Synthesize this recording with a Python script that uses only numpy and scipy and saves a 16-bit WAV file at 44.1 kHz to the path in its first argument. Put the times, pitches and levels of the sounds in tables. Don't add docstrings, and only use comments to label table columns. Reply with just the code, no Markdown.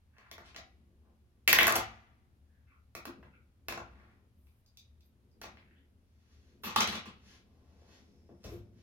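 import sys
import numpy as np
from scipy import signal
from scipy.fft import rfft, irfft, next_fast_len
from scipy.io import wavfile
from scipy.ndimage import uniform_filter1d, map_coordinates

SR = 44100
rng = np.random.default_rng(int(sys.argv[2]) if len(sys.argv) > 2 else 0)


def inscribe(sig):
    pcm = np.round(np.clip(np.atleast_2d(sig).T, -1, 1) * 32767)
    wavfile.write(sys.argv[1], SR, pcm.astype(np.int16))


N = 388962
T = np.arange(N) / SR
FLOP_HZ, FLOP_OCTAVES, FLOP_T60_S = 66.5, 0.3, 0.47


def snaps(ring_t60=0.019, direct_db=-3.5):
    # (time [s], sheet ring [dB], crack [dB], tick [dB], beaming [dB])
    releases = [(1.477, -19.5, -26, -28, -4), (1.529, -18.5, -25.5, -27, 3.5), (1.587, -16, -33, -33.5, -1),
                (1.61, -27.5, -45.5, -46.5, 5.5), (1.621, -32.5, -46.5, -48.5, 4.5),
                (1.631, -29.5, -34.5, -39.5, 5.5), (1.669, -26, -32.5, -35, 4.5),
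                (1.6792, -22, -33.5, -36.5, 4.5), (1.704, -36, -47, -49.5, 3.5),
                (1.724, -41, -40, -47, 12.5), (1.7556, -40.5, -35, -40.5, 3.5), (1.7586, -33, -37, -43, 4),
                (1.764, -36, -42.5, -38.5, 6)]
    # (time [s], centre [Hz])
    bend = [(1.477, 2400), (1.529, 1980), (1.6, 2220), (1.68, 1350), (1.765, 754)]
    track = np.zeros((2, N))
    for s, db, crack_db, tick_db, beam_db in releases:
        hz = np.interp(s, *np.transpose(bend))
        ring = burst(hz, 0.36, ring_t60, db - 1.5)
        skirt = burst(hz * 0.92, 1.8, ring_t60, db - 4, order=3)
        weight_db = -27 + 0.2 * db
        thud = burst(480, 4.4, 0.09, weight_db)
        flop = burst(FLOP_HZ, FLOP_OCTAVES, FLOP_T60_S, weight_db - 18)
        crack = burst(4400, 1.45, 0.0055, crack_db, order=3)
        tick = burst(12800, 0.65, 0.0044, tick_db, order=3)
        add(track, ring + skirt + thud + flop, s, direct_db)
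        add(track, crack, s, direct_db + beam_db / 2)
        add(track, tick, s, beam_db)
    return track


def taps(plain_db=-9):
    # (time [s], level [dB], centre [Hz], chatter t60 [s],
    # crack over level [dB], tick over level [dB], ring pitch [ratio])
    knocks = [(0.183, -59.5, 1560, 0.008, -6, -22, 0.87), (0.314, -47.5, 1970, 0.005, 0, -8, 0.87),
              (0.381, -50, 1150, 0.0051, -10.5, -18, 0.84), (0.546, -52, 2000, 0.02, -11, -30, 1.06),
              (0.562, -48.5, 1500, 0.017, 4, -13, 0.78), (2.951, -41, 1447, 0.016, -6, -10, 1.06),
              (3.054, -44, 1265, 0.014, -4.5, -8, 1.05), (3.228, -54.5, 1330, 0.03, -28, -29, 1.13),
              (3.684, -35.5, 1570, 0.018, -5, -9, 1), (3.7245, -39.5, 1290, 0.0031, -6, -17, 1.1),
              (3.7765, -41, 1015, 0.0025, -11, -25, 1.01), (5.415, -47, 1404, 0.025, -2, -9, 1.13),
              (5.436, -45, 1330, 0.0753, -3.5, -18, 0.96), (5.571, -57, 2050, 0.0056, -15, -30, 0.82),
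              (8.44, -55.5, 1400, 0.16, 4, -5.5, 0.98)]
    track = np.zeros((2, N))
    for s, db, hz, t60, crack_db, tick_db, pitch in knocks:
        weight_db = db - 4 - 6 * np.log2(hz / 1500)
        ring = plastic(burst(hz, 1.42, t60, db, order=3), pitch, plain_db)
        thud = burst(260, 4.7, t60 + 0.034, weight_db)
        flop = burst(FLOP_HZ, FLOP_OCTAVES, FLOP_T60_S, -17 + 0.8 * weight_db)
        crack = plastic(burst(4200, 1.28, t60 * 0.59, db + crack_db, order=3), pitch, plain_db)
        tick = burst(13600, 1.0, t60, db + tick_db, order=3)
        add(track, ring + thud + flop, s, direct_db=-5)
        add(track, crack + tick, s, direct_db=-2)
    return track


def bumps():
    # (time [s], level [dB], centre [Hz], width [octaves], t60 [s])
    contacts = [(0.585, -56, 716, 0.28, 0.058), (3.065, -41.5, 286, 0.41, 0.057),
                (8.291, -50.5, 222, 2, 0.16), (8.444, -44.5, 260, 1.96, 0.14), (8.448, -40, 79, 1.05, 0.19),
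                (8.515, -41.5, 362, 0.5, 0.1), (8.531, -44, 84, 2.3, 0.36)]
    track = np.zeros((2, N))
    for s, db, hz, octaves, t60 in contacts:
        add(track, burst(hz, octaves, t60, db), s, direct_db=-5)
    return track


def steel_sheet(force, modes_db=-1):
    # (frequency [Hz], gain [dB], t60 [s])
    modes = [(106.93, 3.5, 0.27), (221.5, 1, 0.74), (348.3, 4.5, 0.32), (651.7, -1.5, 0.049),
             (1955, -2, 0.38), (2280, -5.5, 0.22)]
    t = np.arange(SR) / SR
    ring = 0
    for hz, db, t60 in modes:
        decay = np.log(1000) / t60
        ring = ring + undb(db) * 2 * decay / SR * np.exp(-decay * t) * np.cos(2 * np.pi * hz * t)
    return force + undb(modes_db) * signal.fftconvolve(force, ring[None], axes=1)[:, :N]


def plastic(blow, pitch, plain_db, damping=1):
    # (centre [Hz], width [Hz], gain [dB])
    modes = [(1189, 930, -6), (2524, 530, 0.5), (3820, 600, -5.5), (5030, 430, -6.5), (6304, 630, -6),
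             (8180, 1100, -10.5)]
    ring = 0
    for hz, width, db in modes:
        half_hz = damping * width / 2
        ring = ring + undb(db) * band(blow, pitch * (hz - half_hz), pitch * (hz + half_hz), order=1)
    return ring + undb(plain_db) * blow


def drops(direct_db=-9):
    # (time [s], chatter t60 [s], clack [dB], clonk [dB], edge crack [dB])
    landings = [(6.635, 0.21, -37.5, -40.5, -62), (6.665, 0.17, -42, -39, -52),
                (6.7605, 0.02, -25.5, -21, -42), (6.805, 0.0071, -26, -48, -30),
                (6.873, 0.011, -32.5, -60, -45), (6.925, 0.049, -38.5, -41, -65),
                (6.955, 0.016, -41.5, -59, -51), (7.056, 0.066, -49, -52, -79.5)]
    # (centre [Hz], width [octaves], gain [dB])
    thud = [(216, 0.26, -0.5), (184, 2.8, -1.5)]
    clonk = [(1180, 0.23, -3), (912, 0.38, -6.5)]
    clack = [(2662, 0.4, -4.5), (3860, 0.26, -8.5), (1887, 2.25, 1)]
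    track = np.zeros((2, N))
    for s, t60, clack_db, clonk_db, crack_db in landings:
        weight_db = -21 + 0.57 * clack_db
        tick = burst(12500, 0.62, 0.019, -7 + 1.35 * clack_db, order=3)
        crack = burst(6000, 0.28, t60, crack_db)
        boom = burst(75, 0.55, t60, weight_db - 12)
        add(track, tick, s, direct_db=1)
        add(track, crack, s, direct_db=-1)
        add(track, boom, s, direct_db)
        bodies = (thud, weight_db, direct_db), (clonk, clonk_db, -3), (clack, clack_db, direct_db)
        for modes, body_db, straight_db in bodies:
            body = sum(burst(hz, octaves, t60, body_db + db) for hz, octaves, db in modes)
            add(track, body, s, straight_db)
    return track


def clinks(t60=0.0064):
    # (time [s], level [dB], centre [Hz], width [octaves])
    contacts = [(4.47, -66, 2400, 2.3), (4.662, -59, 5060, 0.55), (4.772, -45.5, 4500, 0.87),
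                (5.007, -61.5, 4330, 0.83), (5.315, -69, 5100, 0.25)]
    track = np.zeros((2, N))
    for s, db, hz, octaves in contacts:
        ping = plastic(burst(hz, octaves, t60, db), pitch=0.95, plain_db=-27, damping=0.64)
        tick = burst(14500, 0.9, t60, db - 17)
        add(track, ping + tick, s, direct_db=-5)
    return track


def rubs(grain_db=6, catch_db=1):
    # (middle [s], length [s], level [dB], centre [Hz], width [octaves])
    slides = [(0.21, 0.12, -63.5, 1390, 1.2), (0.469, 0.091, -60, 1630, 2.6),
              (1.072, 0.087, -71.5, 530.6, 1.7), (3.983, 0.3, -67, 1050, 1.78),
              (4.496, 0.26, -81.5, 11870, 0.66), (5.64, 0.26, -73, 1880, 0.73),
              (7.803, 0.61, -73, 612, 1.47), (8.501, 0.12, -63.5, 1300, 3.8)]
    # (middle [s], length [s], level [dB])
    skids = [(6.652, 0.031, -43), (5.055, 0.042, -75), (8.9, 0.067, -70), (8.52, 0.1, -68.5)]
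    # (middle [s], length [s], level [dB])
    scrapes = [(8.153, 1, -86), (8.458, 0.024, -60)]
    grains = rng.standard_normal(N) * undb(grain_db * walk(700) + catch_db * walk(45))
    fingers = sum(around(grains, hz, octaves) * undb(db) * swell(s, length)
                  for s, length, db, hz, octaves in slides)
    skid = around(grains, hz=13000, octaves=0.27)
    scrape = around(grains, hz=5040, octaves=0.25) + around(grains, hz=1730, octaves=3.06)
    return fingers + skid * strokes(skids) + scrape * strokes(scrapes)


def squeaks(upper_ratio=1.71, octaves=0.28, catch_db=4):
    # (middle [s], length [s], level [dB], lower resonance [Hz], upper over lower [dB])
    pushes = [(2.555, 0.13, -80, 1726, -21), (2.696, 0.042, -72, 1370, 3), (2.732, 0.038, -67, 1240, -13),
              (3.341, 0.035, -68, 1400, 0), (5.775, 0.06, -77, 1780, 3)]
    slips = rng.standard_normal(N) * undb(catch_db * walk(140))
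    track = np.zeros(N)
    for s, length, db, hz, upper_db in pushes:
        squeak = around(slips, hz, octaves) + undb(upper_db) * around(slips, hz * upper_ratio, octaves)
        track += squeak * undb(db) * swell(s, length)
    return track


def sleeves(flutter_db=2):
    # (middle [s], length [s], level [dB])
    swishes = [(6.35, 0.44, -76.5), (7.3, 0.14, -62), (7.85, 0.66, -77.5), (7.94, 0.1, -65.5),
               (8.794, 0.1, -71.5)]
    # (frequency [Hz], gain [dB])
    cloth = [(500, -5.5), (1960, 1), (4220, -1), (6550, -3.5), (8050, -21), (10900, -14.5), (16000, -36)]
    brush = colour(band(rng.standard_normal(N), 500, 17000), cloth)
    return level(brush, 0) * strokes(swishes) * undb(flutter_db * walk(23))


def handling():
    # (time [s], level [dB])
    effort = [(0.0, -87.5), (0.44, -69), (1.08, -72), (1.42, -76.5), (1.6, -47), (2.01, -73), (2.95, -82),
              (3.12, -55), (3.49, -78.5), (3.8, -62), (4.7, -82.5), (5.5, -65), (6.15, -77.5), (6.83, -57),
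              (7.37, -69), (8.57, -63.5)]
    # (frequency [Hz], gain [dB])
    wobble = [(60, -2.5), (150, -1.5), (230, 3), (350, -3), (500, -10), (2000, -51)]
    rumble = colour(band(rng.standard_normal(N), 37, 2000), wobble)
    return level(rumble, -1) * undb(np.interp(T, *np.transpose(effort)))


def room_tone():
    # (frequency [Hz], gain [dB])
    hush = [(15, -41.5), (25, -6.5), (80, -3), (153, -13), (212, -11), (335, -24), (714, -26.5),
            (3820, -35.5), (7710, -41.5), (11300, -39), (15500, -46)]
    air = diffuse(N)
    drone = level(band(air, 67, 82), db=-66.5) + level(band(air, 108, 119), db=-76)
    return level(colour(diffuse(N), hush), db=-71.5) + drone


def room(x, near_db=-5, wall_s=0.009, build_s=0.007, late_db=-21, late_stretch=2.5, late_top_hz=7000):
    # (frequency [Hz], t60 [s])
    decay_times = [(100, 0.49), (260, 0.098), (700, 0.32), (1900, 0.31), (4900, 0.25), (13000, 0.13)]
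    t = np.arange(SR) / SR
    field, hz = rfft(diffuse(SR)), np.fft.rfftfreq(SR, 1 / SR)
    edges = np.geomspace(40, 20480, 37)
    arrival = 1 - (1 - undb(near_db)) * np.exp(-np.maximum(t - wall_s, 0) / build_s)
    response = 0
    for lo, hi in zip(edges, edges[1:]):
        fade = np.log(1000) * t / along(decay_times, np.sqrt(lo * hi))
        late = undb(late_db) / np.hypot(1, (lo / late_top_hz) ** 2)
        shape = arrival * np.hypot(np.exp(-fade), late * np.exp(-fade / late_stretch))
        tail = irfft(field * ((hz >= lo) & (hz < hi)), SR) * shape
        energy = np.sum(tail ** 2, axis=1, keepdims=True)
        response = response + tail * np.sqrt(2 * (hi - lo) / SR / energy)
    return signal.fftconvolve(x[None], response, axes=1)[:, :N]


def direct_path(x, lead_s=0.000095, roam_s=0.00003):
    left_samples = (T - lead_s - roam_s * walk(12)) * SR
    return np.array([map_coordinates(x, [left_samples], order=3), x])


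def diffuse(size, likeness=0.94, mic_gap_s=0.00044):
    padded = next_fast_len(size)
    alike = likeness * np.sinc(2 * np.fft.rfftfreq(padded, 1 / SR) * mic_gap_s)
    mid, side = rfft(rng.standard_normal((2, padded))) * np.sqrt([(1 + alike) / 2, (1 - alike) / 2])
    return irfft([mid + side, mid - side], padded)[:, :size]


def burst(hz, octaves, t60, db, order=2):
    t = np.arange(16384) / SR
    chatter = rfft(rng.standard_normal(len(t)) * np.exp(-np.log(1000) * t / max(t60, 0.001)))
    even = irfft(chatter / np.abs(chatter))[:len(t) // 2]
    edge = 2 ** (octaves / 2)
    x = band(even, hz / edge, hz * edge, order=order)
    return x * undb(db) * np.sqrt(SR / 100 / np.sum(x ** 2))


def add(track, x, s, direct_db):
    i = int(s * SR)
    track[:, i:i + len(x)] += np.outer([1, undb(direct_db)], x[:N - i])


def swell(middle, length):
    return np.exp(-np.minimum((2 * (T - middle) / length) ** 2, 20))


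def strokes(rows):
    return sum(undb(db) * swell(s, length) for s, length, db in rows)


def walk(rate):
    hold = int(SR / rate)
    return uniform_filter1d(np.repeat(rng.standard_normal(N // hold + 1), hold), hold)[:N]


def band(x, lo_hz, hi_hz, order=2):
    sos = signal.butter(order, [lo_hz, min(hi_hz, SR / 2 - 500)], "band", fs=SR, output="sos")
    return signal.sosfilt(sos, x)


def around(x, hz, octaves):
    edge = 2 ** (octaves / 2)
    return level(band(x, hz / edge, hz * edge), 0)


def along(points, hz):
    f, value = np.transpose(points)
    return np.interp(np.log(hz + 1), np.log(f), value)


def colour(x, points):
    size = next_fast_len(x.shape[-1])
    gain = undb(along(points, np.fft.rfftfreq(size, 1 / SR)))
    return irfft(rfft(x, size) * gain, size)[..., :x.shape[-1]]


def level(x, db):
    return x * undb(db) / np.sqrt(np.mean(x ** 2))


def undb(db):
    return 10 ** (np.asarray(db) / 20)


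def scene(friction_direct_db=-6, left_bass=0.16):
    sheet = steel_sheet(snaps() + taps() + bumps())
    to_walls, to_mics = sheet + clinks() + drops()
    friction = rubs() + squeaks() + sleeves()
    reflected = room(to_walls + friction + handling())
    direct = direct_path(to_mics + undb(friction_direct_db) * friction)
    mix = reflected + direct + room_tone()
    return mix + left_bass * band(mix, 90, 380, order=1) * np.array([[0.5], [-0.5]])


def record(dry, dip=0.21, shade=0.57, left_db=1.11, top_hz=16000):
    dipped = dry - dip * band(dry, 7400, 8700, order=1)
    tilt = shade * band(dry, 12000, 20000, order=1) * np.array([[-0.5], [0.5]])
    low_pass = signal.ellip(10, 0.2, 70, top_hz, fs=SR, output="sos")
    return signal.sosfilt(low_pass, (dipped + tilt) * undb([[left_db], [0]]))


dry = scene()
out = record(dry)
inscribe(out)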